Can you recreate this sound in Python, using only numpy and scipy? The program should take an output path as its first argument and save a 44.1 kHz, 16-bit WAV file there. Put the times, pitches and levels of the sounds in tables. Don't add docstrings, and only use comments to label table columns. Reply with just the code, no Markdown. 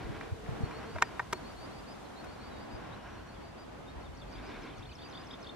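import sys
import numpy as np
from scipy import signal
from scipy.fft import rfft, irfft
from scipy.io import wavfile

SR = 44100
rng = np.random.default_rng(int(sys.argv[2]) if len(sys.argv) > 2 else 0)


def bounce(signal):
    frames = np.transpose(np.atleast_2d(signal))
    limited = np.clip(frames, -1, 1)
    pcm = np.round(limited * 32767).astype(np.int16)
    wavfile.write(sys.argv[1], SR, pcm)


N = 244755
TIME = np.arange(N) / SR


def whistler():
    # start in s, length in s, first pitch in Hz, top pitch in Hz, arch 0-1, level in dB.
    whistles = [(.621, 0.057, 4130, 4480, 0.02, -60.5), (.724, 0.078, 4080, 4600, 0, -60.5),
                (.858, 0.1, 4150, 4750, .3, -63), (1.025, .068, 4690, 4780, 0.9, -63.5),
                (1.335, 0.051, 4150, 4550, 0.06, -59), (1.437, 0.086, 4130, 4650, .3, -59.5),
                (1.563, 0.099, 4120, 4750, 0.25, -59), (1.695, 0.11, 3880, 4870, 0.33, -62.5),
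                (1.864, 0.072, 4300, 4920, 0.94, -60), (2.158, 0.071, 4100, 4480, 0.04, -61),
                (2.258, 0.096, 4100, 4720, 0.03, -62), (2.385, 0.11, 4120, 4780, 0.04, -61),
                (2.535, 0.11, 4200, 4850, 0.24, -65), (2.695, .075, 4400, 4870, 1, -62),
                (3.155, 0.067, 4180, 4560, 0, -67), (3.268, 0.088, 4200, 4680, 0, -66),
                (3.41, 0.11, 4350, 4720, 0.5, -65), (3.572, .068, 4700, 4810, 1, -64),
                (3.888, .04, 4200, 4480, 0, -68), (4.0, .06, 4200, 4550, 0, -69),
                (4.135, .075, 4330, 4700, 0, -65), (4.275, 0.1, 4380, 4830, .3, -62.5),
                (4.425, .068, 4620, 4900, 1, -64), (4.748, .053, 4200, 4580, 0, -65),
                (4.855, 0.077, 4200, 4680, 0.05, -62), (4.98, 0.1, 4250, 4800, .3, -59),
                (5.128, 0.097, 4350, 4920, .4, -61), (5.29, 0.055, 4600, 5080, 1, -62.5)]
    out = np.zeros((2, N))
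    for start_s, *shape in whistles:
        add(out, start_s, whistle(*shape))
    return out


def whistle(length_s, first_hz, top_hz, arch, level_db, waver_hz=28, flutter_db=1.4):
    # share of the length, share of the climb if rising, the same if arched, gain in dB.
    course = [(0, 0, 0, -7), (.15, .2, .42, -2.5), (.35, .46, .88, -.5), (.55, .65, 1, 0),
              (.8, .8, .98, -.5), (.92, 1, .95, 0), (1, .75, .85, -6)]
    size = round(length_s * SR)
    rising, arched, shape_db = columns_at(course, np.linspace(0, 1, size))
    climb = rising + np.clip(arch, 0, 1) * (arched - rising)
    hz = first_hz + (top_hz - first_hz) * climb + waver_hz * wobble(size, knots=7)
    return note(hz, level_db + shape_db + flutter_db * wobble(size, knots=7), port_phase_rad=1.54)


def chatterer(slur_lead_s=.028, hook_gap_s=.026, sag_per_s=.0207):
    # time in s, slur level in dB, hook level in dB, delay of the first hook in s.
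    figures = [(4.015, -68, -80, .027), (4.174, -62.5, -74, .027), (4.326, -59.5, -62.5, 0.025),
               (4.478, -58, -62, 0.031), (4.635, -58, -63, 0.031), (4.795, -59, -60, 0.026),
               (4.955, -56.5, -60, .027), (5.113, -56, -53.5, 0.029), (5.272, -57.5, -53.5, 0.031),
               (5.43, -57, -53, 0.031)]
    # time in s, nominal pitch in Hz, gain in dB.
    slur = [(0, 6250, -18), (.005, 6420, -10), (.009, 6300, -20), (.015, 6240, -8), (.019, 6010, -9),
            (.022, 5560, -28), (.025, 5260, -4), (.029, 5390, -0.5), (.033, 5450, -5), (.037, 4970, -23),
            (.042, 4560, -5), (.052, 3680, -24)]
    hook = [(0, 3120, -11), (.007, 3490, 4), (.014, 3750, 0.5), (.018, 3690, -6), (.022, 3400, -13),
            (.028, 3100, -17)]
    mid_song_s = np.mean(figures, axis=0)[0]
    out = np.zeros((2, N))
    for at_s, slur_db, hook_db, hook_after_s in figures:
        pitch_ratio = 1 - sag_per_s * (at_s - mid_song_s)
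        add(out, at_s - slur_lead_s, syllable(slur, slur_db, pitch_ratio, port_phase_rad=.99))
        for delay_s in (hook_after_s, hook_after_s + hook_gap_s):
            add(out, at_s + delay_s, syllable(hook, hook_db, pitch_ratio=.98, port_phase_rad=.26))
    return out


def syllable(course, level_db, pitch_ratio, port_phase_rad, detune=.0083, rasp_hz=105, rasp_db=2.5):
    size = round(course[-1][0] * SR)
    nominal_hz, shape_db = columns_at(course, np.arange(size) / SR)
    hz = nominal_hz * (pitch_ratio + detune * rng.standard_normal()) + rasp_hz * wobble(size, knots=24)
    return note(hz, level_db + shape_db + rasp_db * wobble(size, knots=16), port_phase_rad)


def chirps():
    # start in s, length in s, first pitch in Hz, last pitch in Hz, level in dB.
    lone_chirps = [(.005, 0.051, 4170, 4750, -70), (2.04, .04, 4330, 3850, -66),
                   (2.115, 0.086, 4030, 3770, -67), (2.483, 0.14, 3970, 3700, -67),
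                   (2.921, 0.029, 3630, 4100, -59), (2.985, 0.031, 2960, 2700, -64),
                   (3.0, .08, 5420, 5520, -75), (3.08, .1, 5880, 5760, -73.5), (3.25, .05, 5920, 5700, -74),
                   (3.345, .045, 3550, 3280, -65), (3.868, 0.041, 3560, 3850, -61),
                   (4.052, 0.029, 3780, 3300, -62), (4.195, 0.013, 4350, 4700, -60),
                   (4.211, .025, 3770, 3200, -57), (4.615, .03, 3300, 2850, -70),
                   (4.72, .025, 3350, 3000, -63), (4.889, .014, 2840, 3120, -56),
                   (4.889, .012, 2450, 2600, -65), (4.913, 0.011, 2570, 2520, -55),
                   (5.056, 0.011, 2500, 2750, -55.5), (5.226, 0.024, 3050, 2650, -62),
                   (5.245, 0.01, 3270, 2850, -64), (5.388, 0.17, 4350, 4220, -67),
                   (5.44, 0.013, 4460, 4750, -58), (5.468, .01, 4800, 4550, -58)]
    # start in s, level in dB.
    trill = [(4.914, -57), (5.019, -60), (5.119, -59), (5.228, -64), (5.333, -64), (5.436, -57)]
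    out = np.zeros((2, N))
    for start_s, *chirp in lone_chirps:
        add(out, start_s, glide(*chirp))
    for start_s, level_db in trill:
        add(out, start_s, glide(length_s=.024, first_hz=4500, last_hz=2600, level_db=level_db))
    return out


def glide(length_s, first_hz, last_hz, level_db, edge_db=-9, waver_hz=35, flutter_db=2):
    along = np.linspace(0, 1, round(length_s * SR))
    hz = first_hz + (last_hz - first_hz) * along + waver_hz * wobble(len(along), knots=10)
    swell_db = level_db + edge_db * (2 * along - 1) ** 2
    return note(hz, swell_db + flutter_db * wobble(len(along), knots=10), port_phase_rad=.28)


def zoom_motor(side_gain=.13, judder_db=2, whine_width_hz=260):
    # start in s, end in s, gear level in dB, speed 0-1, sag in dB/s, whine in Hz, whine in dB.
    runs = [(0, 0.158, -52.5, 0.94, 10, 1920, -62), (0.69, 1.8, -49, 0.52, 13.5, 2090, -62),
            (2.3, 2.495, -58, 0.83, 14, 1420, -62.5), (2.85, 3.2, -52.8, 0.56, 6, 1600, -64.5),
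            (4.435, 4.677, -53.5, 0.94, 7, 2330, -63.5), (5.133, 5.347, -55.5, 0.82, 11, 1070, -60)]
    # centre in Hz, width in Hz, gain in dB when slow, when fast.
    barrel = [(333, 217, -23.5, 1.5), (763, 126, -14, -11.5), (1030, 210, -2, -7), (1350, 210, -0.5, -18.5),
              (1542, 300, -11, -4), (1915, 250, -20, -13), (2304, 520, -23, -6.5), (2810, 590, -10, -17.5),
              (3600, 1600, -39, -9), (5520, 310, -26, -24)]
    drive, whine, whirr = 0, 0, 0
    for start_s, end_s, level_db, _, sag_db_per_s, whine_hz, whine_db in runs:
        sag_db = sag_db_per_s * np.maximum(TIME - start_s, 0)
        envelope = from_db(held_db(start_s, end_s, rise_db_per_s=72, fall_db_per_s=43) - sag_db)
        drive = np.maximum(drive, from_db(level_db) * envelope)
        whine += from_db(whine_db) * envelope * band_noise(whine_hz, whine_width_hz, side_gain)
    speed_course = [(at_s, speed) for start_s, end_s, _, speed, *_ in runs for at_s in (start_s, end_s)]
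    speed, = columns_at(speed_course, TIME)
    for hz, width_hz, slow_db, fast_db in barrel:
        whirr += from_db(slow_db + speed * (fast_db - slow_db)) * band_noise(hz, width_hz, side_gain)
    return (drive * whirr + whine) * from_db(judder_db * drift(knots_per_s=30))


def clicks(left_lag_samples=2):
    # time in s, strength in dB, push cutoff in Hz, relative crack in dB, favoured pitch in Hz,
    # its boost in dB, its width in octaves, relative rebound in dB, rebound delay in s.
    touches = [(0.2103, -39.5, 2600, -13, 1950, 15, 0.18, -6, .003),
               (0.461, -53, 2000, -15, 1960, 18, .3, -10, .003),
               (0.709, -46, 2500, -8, 2100, 5, .4, -1, .003),
               (.9595, -38.5, 2000, -15, 576, 25.5, 0.36, -3, 0.0031),
               (0.9837, -37, 2500, -13, 1930, 7, 0.18, -7, .003),
               (1.018, -34, 1810, -7, 1210, 0, 0.31, 3, 0.00204),
               (1.0224, -15.5, 3600, -10, 7200, 11.5, 0.22, -10.5, 0.0028),
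               (1.1942, -28.5, 1900, -13, 1790, 12, 0.22, -3.5, 0.0027),
               (1.1992, -32, 1200, -25, 900, 8.5, 0.45, -12, 0.0034),
               (1.3262, -36, 3000, 5, 4900, 9, .25, -13, 0.0013),
               (1.3294, -28, 2800, 0.5, 355, 18, 0.95, -9.5, 0.0031),
               (2.243, -60, 12000, 10, 11000, 15, .3, -10, .003)]
    out = np.zeros((2, N))
    for at_s, strength_db, *touch, rebound_db, rebound_s in touches:
        add(out, at_s, from_db(strength_db) * contact(*touch))
        add(out, at_s + rebound_s, from_db(strength_db + rebound_db) * contact(*touch))
    out[0] = np.roll(out[0], left_lag_samples)
    return out


def contact(push_hz, crack_db, spot_hz, spot_db, spot_octaves, crack_s=.0015, crack_top_hz=6500):
    # mode frequency in Hz, gain in dB, T60 in s.
    shell_modes = [(363, -28.5, 0.11), (432, -20.5, .05), (641, -18.5, 0.051), (766, -12, 0.031),
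                   (956, -0.5, 0.028), (1215, 3.5, 0.011), (1540, 2.5, 0.019), (1835, -7.5, 0.037),
                   (2170, -4.5, 0.017), (2380, -7, 0.038), (2705, -6.5, 0.0089), (3180, -15, 0.025),
                   (3740, -4, 0.0089), (4560, -10, 0.0078), (5250, -10.5, 0.02), (5900, -5, 0.0079),
                   (7050, -11, 0.0075), (8400, -28, .008), (11300, -5, 0.0092)]
    side_gain, crack_coupling, uneven_db = .34, .035, 2.2
    t = TIME[:SR // 10]
    push = lowpass(1. * (t == 0), push_hz)
    slip = t / crack_s * np.exp(1 - t / crack_s)
    grit = rng.standard_normal(len(t)) + side_gain * rng.standard_normal((2, len(t)))
    crack = from_db(crack_db) * slip * grit
    sound = lowpass(crack, crack_top_hz)
    for k, (hz, mode_db, t60_s) in enumerate(shell_modes):
        favour_db = spot_db * np.exp(-(np.log2(hz / spot_hz) / spot_octaves) ** 2)
        gain = from_db(mode_db + favour_db + uneven_db * rng.standard_normal((2, 1)))
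        sound += (-1) ** k * gain * ring(push + crack_coupling * crack, hz, t60_s)
    return sound


def thumps(max_phase_rad=2.07, full_phase_hz=90):
    # centre time in s, frequency in Hz, length in s, peak level in dB.
    low_thumps = [(0.058, 54.6, .052, -35.5), (.1, 126, 0.04, -33), (0.328, 95, 0.028, -26),
                  (.493, 123, 0.018, -26.5), (.525, 122, .055, -34.5), (0.609, 153, 0.013, -28.5),
                  (0.639, 94, 0.018, -20.5), (.96, 95, 0.067, -35), (1.599, 65, 0.057, -43),
                  (2.291, 59, 0.053, -46), (2.746, 75.4, 0.064, -39.5), (3.978, 65, .07, -40),
                  (4.097, 70, .05, -40), (4.383, 47.7, 0.098, -43.5), (4.601, 43, 0.15, -46),
                  (4.796, 105, .04, -45)]
    out = np.zeros((2, N))
    for centre_s, hz, length_s, level_db in low_thumps:
        t = np.arange(-length_s / 2, length_s / 2, 1 / SR)
        swell = from_db(level_db) * np.cos(np.pi * t / length_s) ** 2
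        port_phase_rad = max_phase_rad * min(1, hz / full_phase_hz) * np.array([[.5], [-.5]])
        add(out, centre_s - length_s / 2, swell * np.cos(2 * np.pi * hz * t + port_phase_rad))
    return out


def skin_rub(fade_db_per_s=91):
    # peak time in s, level in dB.
    rubs = [(.09, -44.5), (.63, -44.5), (.98, -57)]
    envelope = sum(from_db(level_db - fade_db_per_s * np.abs(TIME - peak_s)) for peak_s, level_db in rubs)
    return envelope * band_noise(centre_hz=214.5, width_hz=239, side_gain=1)


def motor_hum(level_db=-54):
    lever_db = held_db(start_s=0, end_s=1, rise_db_per_s=140, fall_db_per_s=140)
    return from_db(level_db + lever_db) * band_noise(centre_hz=445, width_hz=45, side_gain=.51)


def twitter(low_hz=2300, high_hz=4100, length_s=.0166, max_sweep=.106, tries=220):
    # time in s, notes per s, level in dB.
    activity = [(0, 7.7, -70), (3.7, 11, -73), (4.3, 22, -75), (4.9, 30, -65), (5.55, 30, -74)]
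    out = np.zeros((2, N))
    along = np.linspace(0, 1, round(length_s * SR))
    for when, luck, pitch, slope in rng.random((tries, 4)):
        start_s = when * N / SR
        notes_per_s, level_db = columns_at(activity, start_s)
        if luck < notes_per_s * N / SR / tries:
            first_hz = low_hz + pitch * (high_hz - low_hz)
            hz = first_hz * (1 + max_sweep * (2 * slope - 1) * along)
            add(out, start_s, note(hz, level_db, port_phase_rad=.7))
    return out


def woods(song, thicket_db, leaves_db=-8, trees_db=-13.5):
    leaves_decay_s, thicket_t60_s, trees_t60_s, trees_rise_s = .0083, .2, .92, .051
    t = TIME[:SR]
    near, around, far = rng.standard_normal((3, 2, SR))
    blur = rms_one(near * np.exp(-t / leaves_decay_s))
    scatter = rms_one(around * from_db(-60 * t / thicket_t60_s))
    tail = rms_one(far * from_db(-60 * t / trees_t60_s) * (1 - np.exp(-t / trees_rise_s)))
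    paths = from_db(leaves_db) * blur + from_db(thicket_db) * scatter + from_db(trees_db) * tail
    return song + signal.fftconvolve(song, paths / np.sqrt(SR), axes=1)[:, :N]


def breeze(rumble_gain_db=4, rush_gain_db=6, hiss_gain_db=9, lumps_db=.5, rustle_db=1.5):
    # time in s, then rumble, rush and hiss in dB before their gains.
    levels = [(0.0, -54.5, -51, -71.5), (1.67, -58, -53.5, -71), (1.99, -60.5, -53.5, -72),
              (2.92, -55, -54, -75.5), (3.65, -59, -55, -76), (4.19, -54.5, -55, -76),
              (4.59, -58, -54, -74.5), (4.87, -54.5, -55, -75.5), (5.19, -59.5, -55.5, -75),
              (5.55, -61, -53.5, -76.5)]
    # frequency in Hz, relative density in dB.
    rumble_spectrum = [(15, -22), (28, -25), (45, 2.5), (70, -1), (130, -0.5), (180, -9), (300, -24),
                       (800, -71)]
    rush_spectrum = [(80, -28), (160, -1), (230, 2.5), (420, 0), (540, -2.5), (760, -2.5), (890, -5.5),
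                     (1020, -6), (1350, -9.5), (2000, -14.5), (3000, -19.5), (4200, -26), (6000, -32.5),
                     (12000, -50.5)]
    hiss_spectrum = [(1000, -12), (3500, 7.5), (5500, 2.5), (7000, 1), (10000, -3.5), (12500, -7.5),
                     (14000, -14), (15500, -33)]
    rumble_db, rush_db, hiss_db = columns_at(levels, TIME)
    rumble = from_db(rumble_db + rumble_gain_db + lumps_db * drift(11)) * air_noise(rumble_spectrum)
    rush = from_db(rush_db + rush_gain_db + rustle_db * drift(12)) * air_noise(rush_spectrum)
    hiss = from_db(hiss_db + hiss_gain_db) * air_noise(hiss_spectrum)
    return rumble + rush + hiss


def air_noise(spectrum):
    # frequency in Hz, left-right correlation.
    port_correlation = [(50, 0.96), (110, 0.78), (180, 0.38), (270, -0.22), (420, -0.59), (600, 0.068),
                        (950, 0.35), (1500, 0.2), (3300, 0.13), (4600, 0.078), (7000, -0.014),
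                        (13000, -0.099)]
    correlation = np.clip(on_bins(port_correlation), -1, 1)
    mid, side = rfft(rng.standard_normal((2, N)))
    stereo = np.sqrt(1 + correlation) * mid + np.sqrt(1 - correlation) * side * [[1], [-1]]
    return rms_one(irfft(stereo * from_db(on_bins(spectrum)), N))


def note(hz, level_db, port_phase_rad, fades_s=.005):
    phase = 2 * np.pi * np.cumsum(hz) / SR
    fades = signal.windows.tukey(len(hz), min(1, fades_s * SR / len(hz)))
    return np.sqrt(2) * from_db(level_db) * fades * np.sin(phase + np.array([[0], [port_phase_rad]]))


def band_noise(centre_hz, width_hz, side_gain):
    noise = rng.standard_normal(N) + side_gain * rng.standard_normal(N) * [[1], [-1]]
    edges_hz = [max(centre_hz - width_hz / 2, 20), centre_hz + width_hz / 2]
    return rms_one(signal.sosfilt(signal.butter(2, edges_hz, "band", fs=SR, output="sos"), noise))


def ring(drive, hz, t60_s):
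    radius, step_rad = from_db(-60 / (t60_s * SR)), 2 * np.pi * hz / SR
    feedback = [1, -2 * radius * np.cos(step_rad), radius * radius]
    return signal.lfilter([0, np.sin(step_rad)], feedback, drive + 1e-18)


def lowpass(x, cutoff_hz):
    return signal.lfilter(*signal.butter(2, cutoff_hz, fs=SR), x)


def held_db(start_s, end_s, rise_db_per_s, fall_db_per_s):
    return -rise_db_per_s * np.maximum(start_s - TIME, 0) - fall_db_per_s * np.maximum(TIME - end_s, 0)


def wobble(size, knots):
    return np.interp(np.linspace(0, knots - 1, size), np.arange(knots), rng.standard_normal(knots))


def drift(knots_per_s):
    knots = rng.standard_normal(400)
    return rms_one(np.interp(TIME * knots_per_s, np.arange(len(knots)), knots))


def on_bins(rows):
    hz, values = np.transpose(rows)
    return np.interp(np.log(np.arange(N // 2 + 1) * SR / N + 1), np.log(hz), values)


def columns_at(rows, where):
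    first, *columns = np.transpose(rows)
    return [np.interp(where, first, column) for column in columns]


def add(track, start_s, sound):
    at = max(0, round(start_s * SR))
    part = sound[..., :max(0, N - at)]
    track[..., at:at + part.shape[-1]] += part


def from_db(db):
    return 10 ** (np.asarray(db) / 20)


def rms_one(x):
    return x / np.sqrt(np.mean(x ** 2) + 1e-20)


def scene():
    shore_bird = woods(whistler(), thicket_db=-14)
    tree_birds = woods(chatterer() + chirps() + twitter(), thicket_db=-11.5)
    camera = zoom_motor() + skin_rub() + motor_hum() + clicks()
    return shore_bird + tree_birds + camera + thumps() + breeze()


def record(dry):
    cutoff_hz = 15200
    return signal.sosfilt(signal.ellip(10, .1, 80, cutoff_hz, fs=SR, output="sos"), dry)


dry = scene()
out = record(dry)
bounce(out)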